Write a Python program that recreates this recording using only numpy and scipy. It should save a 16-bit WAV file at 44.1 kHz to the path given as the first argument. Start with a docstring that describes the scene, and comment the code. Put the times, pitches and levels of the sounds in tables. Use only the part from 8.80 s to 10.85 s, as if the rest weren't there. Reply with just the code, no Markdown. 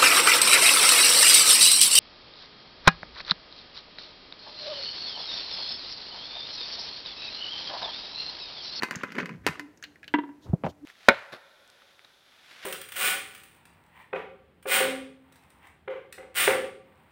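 """Sharp plastic clicks, close up in a kitchen: a hand unscrews the cap of a hard water bottle.
The thread rubs and drones, the cap snaps free, and the air in the open bottle rings with a hollow note.
The loose cap ticks and bounces on the bottle's wall; then the bottle is moved about,
with dull bumps, sliding fingers and a short stick-slip judder."""
import sys
import numpy as np
from scipy import signal
from scipy.fft import rfft, irfft, next_fast_len
from scipy.io import wavfile
from scipy.ndimage import map_coordinates

SR = 44100
rng = np.random.default_rng(int(sys.argv[2]) if len(sys.argv) > 2 else 0)


def store_wav(level_fs):
    """Save 16-bit WAV to argv[1]."""
    pcm = np.round(np.clip(np.atleast_2d(level_fs), -1, 1) * 32767)
    wavfile.write(sys.argv[1], SR, pcm.T.astype(np.int16))


N = 90449
T = np.arange(N) / SR
AGE = T[:SR // 3]  # seconds since a hit

# the cap catching on its thread (time [s], level [dB], treble [dB])
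CLICKS = [(0.0229, -20, -1.5), (.0332, -10, 1.5), (0.11, -28.5, 10.5), (.110, -19.5, -0.5),
          (.1225, -36, 5.5), (0.1507, -27.5, -13), (0.2345, -20.5, -3), (0.2367, -17, -17),
          (0.3212, -32, 5), (.353, -28.5, -2), (.366, -29, -11.5), (0.3829, -19, -9.5), (.386, -16, -9.5),
          (.402, -24.5, -16), (0.43, -25.5, -15.5), (.458, -26, 1), (0.4926, -25.5, -9.5),
          (0.6657, -4.5, 1), (.675, -11.5, -5), (0.6862, -18.5, -4), (0.7956, -23.5, 3)]
# click EQ (frequency [Hz], gain [dB])
CLICK_EQ = [(60, -24.5), (190, -6), (320, -3), (650, -11.5), (1550, -0.5), (2900, -9.5), (3400, -18.5),
            (4600, -16.5), (8200, -29), (13500, -34), (16000, -41)]
# click tail (frequency [Hz], T60 [s])
CLICK_DECAY = [(200, 0.063), (12000, 0.07)]
# ring of the closed bottle (frequency [Hz], level [dB], T60 [s])
SHELL_MODES = [(1012, 6, 0.074), (1314, -11, 0.027), (1544, 4.5, 0.091), (1803, -5, .17), (2056, 0, 0.15),
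               (2526, 1, 0.09), (4640, -3.5, 0.042)]
# thread friction (time [s], level [dB])
RUB_FADER = [(.28, -48), (.375, -45.5), (.405, -31), (.445, -57), (.53, -50.5), (.6, -79.5), (.66, -51),
             (.75, -48), (.85, -74.5)]
# friction EQ (frequency [Hz], gain [dB])
RUB_EQ = [(60, -25), (300, 4.5), (750, -4.5), (1500, 3), (2900, -5), (3500, -11), (6500, -9.5), (8500, -30)]
# the bottle droning under the turning cap (time [s], level [dB], pitch [Hz])
DRONE = [(.33, -52.5, 221), (.37, -36.5, 223.8), (.425, -35.5, 214.2), (.465, -45, 206.5), (.53, -39, 192),
         (.59, -58.5, 126.6), (.68, -46, 111), (.85, -88, 124)]
# taps of cap and strap (time [s], level [dB], low pitch [Hz], high pitch [Hz])
TICKS = [(0.1565, -25.5, 6340, 7000), (0.974, -46.5, 5900, 6500), (1.0263, -28.5, 1830, 6380),
         (1.0385, -22.5, 2650, 4200), (1.158, -41.5, 1870, 1950), (1.2308, -34, 1720, 2580),
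         (1.2428, -38, 2430, 3980), (1.279, -29, 3020, 3950)]
# tick EQ (frequency [Hz], gain [dB])
TICK_EQ = [(1100, -9), (1600, 11), (2200, 1), (6800, -9), (8500, -17)]
# tail of struck plastic (frequency [Hz], T60 [s])
PLASTIC_DECAY = [(300, 0.1), (10000, 0.037)]
# handling bumps (time [s], level [dB], pitch [Hz], rise [s])
BUMPS = [(.162, -30.5, 163, 0.0046), (0.688, -30, 154.1, 0.0068), (1.689, -26.5, 78.7, 0.012),
         (1.7334, -11, 158, 0.0046)]
# EQ of the heaviest bump's thud (frequency [Hz], gain [dB])
THUD_EQ = [(60, -4), (300, -2), (560, 3), (1500, -33.5), (4000, -81)]
# air resonance of the bottle (time [s], level [dB])
NECK_FADER = [(.77, -64), (.805, -42.5), (.86, -46.5), (1.0, -83.5), (1.085, -55), (1.2, -80), (1.48, -41),
              (1.54, -56), (2.01, -63.5), (2.04, -39.5)]
# cap bounces (time [s], level [dB])
KNOCKS = [(1.3396, -16.5), (1.3857, -25.5), (1.435, -36), (1.4913, -42.5)]
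# ring of the open bottle's wall (frequency [Hz], level [dB], T60 [s])
WALL_MODES = [(293.7, -0.5, 0.17), (934, -6.5, 0.076), (961, 4, 0.074), (1570, -13, 0.11), (1710, 0, 0.034),
              (1994, -8, 0.093), (2770, -11.5, 0.066), (3120, -30, 0.05)]
# knock EQ (frequency [Hz], gain [dB])
KNOCK_EQ = [(60, -42), (300, 6), (540, -13.5), (950, -5.5), (3500, -12.5), (4500, -32.5), (10000, -55)]
# sliding fingers (time [s], level [dB])
SLIDE_FADER = [(1.59, -98.5), (1.67, -40.5), (1.78, -67.5), (1.9, -42.5), (1.94, -76)]
# slide EQ (frequency [Hz], gain [dB])
SLIDE_EQ = [(30, 0.5), (80, 21), (950, -0.5), (1800, -17), (15000, -37)]
# brushes of the hand (time [s], half-length [s], level [dB])
SCRAPES = [(1.643, 0.022, -61.5), (1.862, .014, -56.5), (1.9, 0.013, -56.5)]
# brush EQ (frequency [Hz], gain [dB])
SCRAPE_EQ = [(2000, -8.5), (3300, 13.5), (6800, 4.5), (8500, -7)]
# slips of the shifted bottle (time [s], level [dB])
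SLIPS = [(1.837, -24), (1.8437, -24), (1.85, -24.5), (1.865, -23.5), (1.871, -29)]
# ring of a slip (frequency [Hz], level [dB], T60 [s])
JUDDER_MODES = [(180, 2, 0.055), (608, 4, 0.035), (890, -4, 0.014)]
# slip EQ (frequency [Hz], gain [dB])
SLIP_EQ = [(50, -15), (180, 1.5), (900, 5), (1400, -6.5), (2900, -15.5), (10000, -61.5)]
# noise floor EQ (frequency [Hz], gain [dB])
FLOOR_EQ = [(25, -25), (72, 4.5), (300, 3.5), (3000, -19), (15500, -29)]
# reverb EQ (frequency [Hz], gain [dB])
ROOM_EQ = [(80, -10), (2000, -3), (14000, 3)]


def amp(db):
    """Decibels to gain."""
    return 10 ** (np.asarray(db) / 20)


def unit(x):
    """x at rms 1."""
    return x / np.sqrt(np.mean(x ** 2) + 1e-20)


def along(points, hz):
    """Read (frequency [Hz], value) points on a log axis."""
    f, v = np.transpose(points)
    return np.interp(np.log(hz + 1), np.log(f + 1), v)


def curves(rows):
    """An automation curve for each column after the time."""
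    s, *cols = np.transpose(rows)
    return [np.interp(T, s, c) for c in cols]


def wobble(rate):
    """A smooth random curve, rate knots a second."""
    return map_coordinates(rng.standard_normal(N // 20), [T * rate], mode="wrap")


def equalise(x, eq):
    """Minimum-phase EQ from a table, or from a function of Hz giving dB."""
    m = 2 * next_fast_len(len(x))
    hz = np.fft.rfftfreq(m, 1 / SR)
    gain_db = eq(hz) if callable(eq) else along(eq, hz)
    cepstrum = irfft(np.log(amp(gain_db) + 1e-6))
    cepstrum[1:m // 2] *= 2
    cepstrum[m // 2 + 1:] = 0
    return irfft(rfft(x, m) * np.exp(rfft(cepstrum)))[:len(x)]


def shelves(x, bass_db, treble_db, bass_hz=700, treble_hz=3500):
    """Low and high shelving EQ."""
    below = lambda hz, corner: 1 / (1 + (hz / corner) ** 4)
    return equalise(x, lambda hz: bass_db * below(hz, bass_hz) + treble_db * (1 - below(hz, treble_hz)))


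def noise(eq):
    """Steady coloured noise at rms 1."""
    return unit(equalise(rng.standard_normal(N), eq))


def noise_tail(decay, size):
    """Noise in which each frequency dies at its own speed."""
    hz, t, spectrum = signal.stft(rng.standard_normal(size), SR, nperseg=128)
    fade = amp(-60 * t / along(decay, hz)[:, None])
    return signal.istft(spectrum * fade, SR, nperseg=128)[1][:size]


def swell(rise_s):
    """An envelope that peaks at 1 after rise_s, then dies."""
    return AGE / rise_s * np.exp(1 - AGE / rise_s)


def contact(eq, decay, ring_db):
    """A sharp pulse, a crack of tiny slips and the dense ringing behind it."""
    pulse = equalise(1. * (AGE == 0), eq)
    crack = amp(-9.5) * swell(rise_s=0.00079) * rng.standard_normal(len(AGE))
    rough = equalise(crack + amp(ring_db) * noise_tail(decay, len(AGE)), eq)
    return pulse / abs(pulse).max() + 1.535 * rough / np.linalg.norm(pulse)


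def ringing(modes, attack_s):
    """Damped modes, struck a little differently each time."""
    ring = 0
    for hz, db, t60 in modes:
        envelope = amp(db + 1.5 * rng.normal() - 60 * AGE / t60)
        detuned = hz * (1 + .004 * rng.normal())
        ring += envelope * np.sin(2 * np.pi * (detuned * AGE + rng.random()))
    return ring * (1 - np.exp(-AGE / attack_s))


def placed(events):
    """A track from (time [s], level [dB], sound) events."""
    track = np.zeros(N + SR)
    for s, db, sound in events:
        track[round(s * SR):][:len(sound)] += amp(db) * sound
    return track[:N]


def cap_clicks(flex_hz=1796, bass_trade=.33):
    """The cap flexes and jumps on its thread, ringing the closed bottle; dull clicks are fuller."""
    flex = amp(-6) * swell(rise_s=0.00073) ** 2 * np.cos(2 * np.pi * flex_hz * AGE)

    def snap():
        hit = amp(-1.5) * contact(CLICK_EQ, CLICK_DECAY, ring_db=-17.5)
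        return flex + hit + amp(-23.5) * ringing(SHELL_MODES, attack_s=0.00028)
    return placed((s, db, shelves(snap(), -bass_trade * treble, treble)) for s, db, treble in CLICKS)


def thread_rub(grains_per_s=700, centre_hz=2550, spread_octaves=.55, ring_cycles=16):
    """Gritty friction in the thread: clumps of tiny pitched slips over hiss."""
    draws = rng.random((round(grains_per_s * N / SR), 2))
    pitches = centre_hz * 2 ** (spread_octaves * rng.standard_normal(len(draws)))
    t = AGE[:SR // 50]
    grain = lambda hz: np.sin(2 * np.pi * hz * t) * amp(-60 * hz * t / ring_cycles)
    grit = placed((when * N / SR, -10 * soft, grain(hz)) for (when, soft), hz in zip(draws, pitches))
    friction = unit(grit) + .7 * rng.standard_normal(N)
    clumps = amp(3 * wobble(rate=170))
    db, = curves(RUB_FADER)
    return amp(db) * unit(equalise(friction * clumps, RUB_EQ))


def cap_drone():
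    """The turning cap draws a rough, sinking drone from the bottle."""
    db, hz = curves(DRONE)
    phase = 2 * np.pi * np.cumsum(hz) / SR
    partial = lambda k: wobble(130 * k) * np.sin(k * phase) + wobble(130 * k) * np.cos(k * phase)
    return amp(db) * unit(partial(1) + .45 * partial(2))


def cap_ticks(width_octaves=.25, skirt_db=-12, t60=.022):
    """Light taps; where it is touched, the cap rings mostly at two of its pitches."""
    away = lambda hz, centre: 1 - np.exp(-.5 * (np.log2((hz + 1) / centre) / width_octaves) ** 2)

    def tick(low, high):
        eq = lambda hz: along(TICK_EQ, hz) + skirt_db * away(hz, low) * away(hz, high)
        tap = amp(-5) * contact(eq, PLASTIC_DECAY, ring_db=-12)
        return tap + amp(-11) * ringing([(low, 0, t60), (high, 0, t60)], attack_s=.0003)
    return placed((s, db, tick(low, high)) for s, db, low, high in TICKS)


def handling_bumps(thud_s=1.7318, thud_db=-24.5):
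    """The handled bottle gives low, round bumps, the heaviest layered with a soft thud."""
    bumps = [(s, db, swell(rise) ** 2 * np.sin(2 * np.pi * hz * AGE)) for s, db, hz, rise in BUMPS]
    thud = contact(THUD_EQ, decay=[(300, 0.061)], ring_db=-2.5)
    return placed(bumps + [(thud_s, thud_db, thud)])


def neck_note(open_hz=292, capped_drop_hz=47, lift_s=0.66, glide_s=0.0354):
    """The hollow note of the air in the bottle, rising as the cap clears the neck."""
    db, = curves(NECK_FADER)
    gain = amp(db + 1.5 * wobble(rate=50))
    hz = open_hz - capped_drop_hz * np.exp(-np.maximum(T - lift_s, 0) / glide_s)
    hz += 7 * wobble(rate=50)
    return gain * unit(np.sin(2 * np.pi * np.cumsum(hz) / SR))


def cap_knocks(dulling=0.56, low_cut_hz=150):
    """The hanging cap bounces on the open bottle's wall; softer bounces are duller."""
    blow = lambda: ringing(WALL_MODES, attack_s=0.0015) + contact(KNOCK_EQ, PLASTIC_DECAY, ring_db=-8)
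    hardest = max(db for s, db in KNOCKS)
    wall = placed((s, db, shelves(blow(), 0, dulling * (db - hardest), treble_hz=1600))
                  for s, db in KNOCKS)
    return signal.sosfilt(signal.butter(2, low_cut_hz, "highpass", fs=SR, output="sos"), wall)


def finger_slide():
    """Fingers slide over the plastic with a dark, uneven rustle."""
    db, = curves(SLIDE_FADER)
    return amp(db + 2.5 * wobble(rate=90)) * noise(SLIDE_EQ)


def skin_swish():
    """Soft, high scrapes of skin on plastic."""
    return noise(SCRAPE_EQ) * sum(amp(db) * np.exp(-((T - s) / width) ** 2) for s, width, db in SCRAPES)


def judder():
    """The shifted bottle sticks and slips in a quick stutter."""
    hit = lambda: contact(SLIP_EQ, PLASTIC_DECAY, ring_db=-13)
    return placed((s, db, hit() + amp(-0.5) * ringing(JUDDER_MODES, attack_s=0.00069)) for s, db in SLIPS)


def kitchen_reverb(send, build_s=0.0053):
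    """The kitchen's short echo; the lows hang longest."""
    tail = noise_tail(decay=[(150, 1), (2000, 0.46), (14000, 0.25)], size=SR)
    tail *= 1 - np.exp(-np.arange(SR) / SR / build_s)
    return equalise(signal.fftconvolve(send, tail / np.linalg.norm(tail))[:N], ROOM_EQ)


def scene():
    """The mono mix over a faint noise floor; knocks and handling sit closer and drier than the cap."""
    cap = cap_clicks() + thread_rub() + cap_drone() + cap_ticks()
    knocks = cap_knocks()
    handling = handling_bumps() + judder() + finger_slide() + skin_swish()
    floor = amp(-62.5) * noise(FLOOR_EQ)
    reverb = amp(-15) * kitchen_reverb(cap + amp(-4) * knocks + amp(-14) * handling)
    return (cap + knocks + handling + neck_note() + reverb + floor)[None]


def record(dry, low_cut_hz=37, top_hz=16500):
    """The small microphone loses deep bass, and the very top is rolled off."""
    thin = signal.sosfilt(signal.butter(2, low_cut_hz, "highpass", fs=SR, output="sos"), dry)
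    m = next_fast_len(N + SR // 2)
    rolloff = np.clip((top_hz - np.fft.rfftfreq(m, 1 / SR)) / 900, 0, 1) ** 2
    return irfft(rfft(thin, m) * rolloff, m)[:, :N]


dry = scene()
out = record(dry)
store_wav(out)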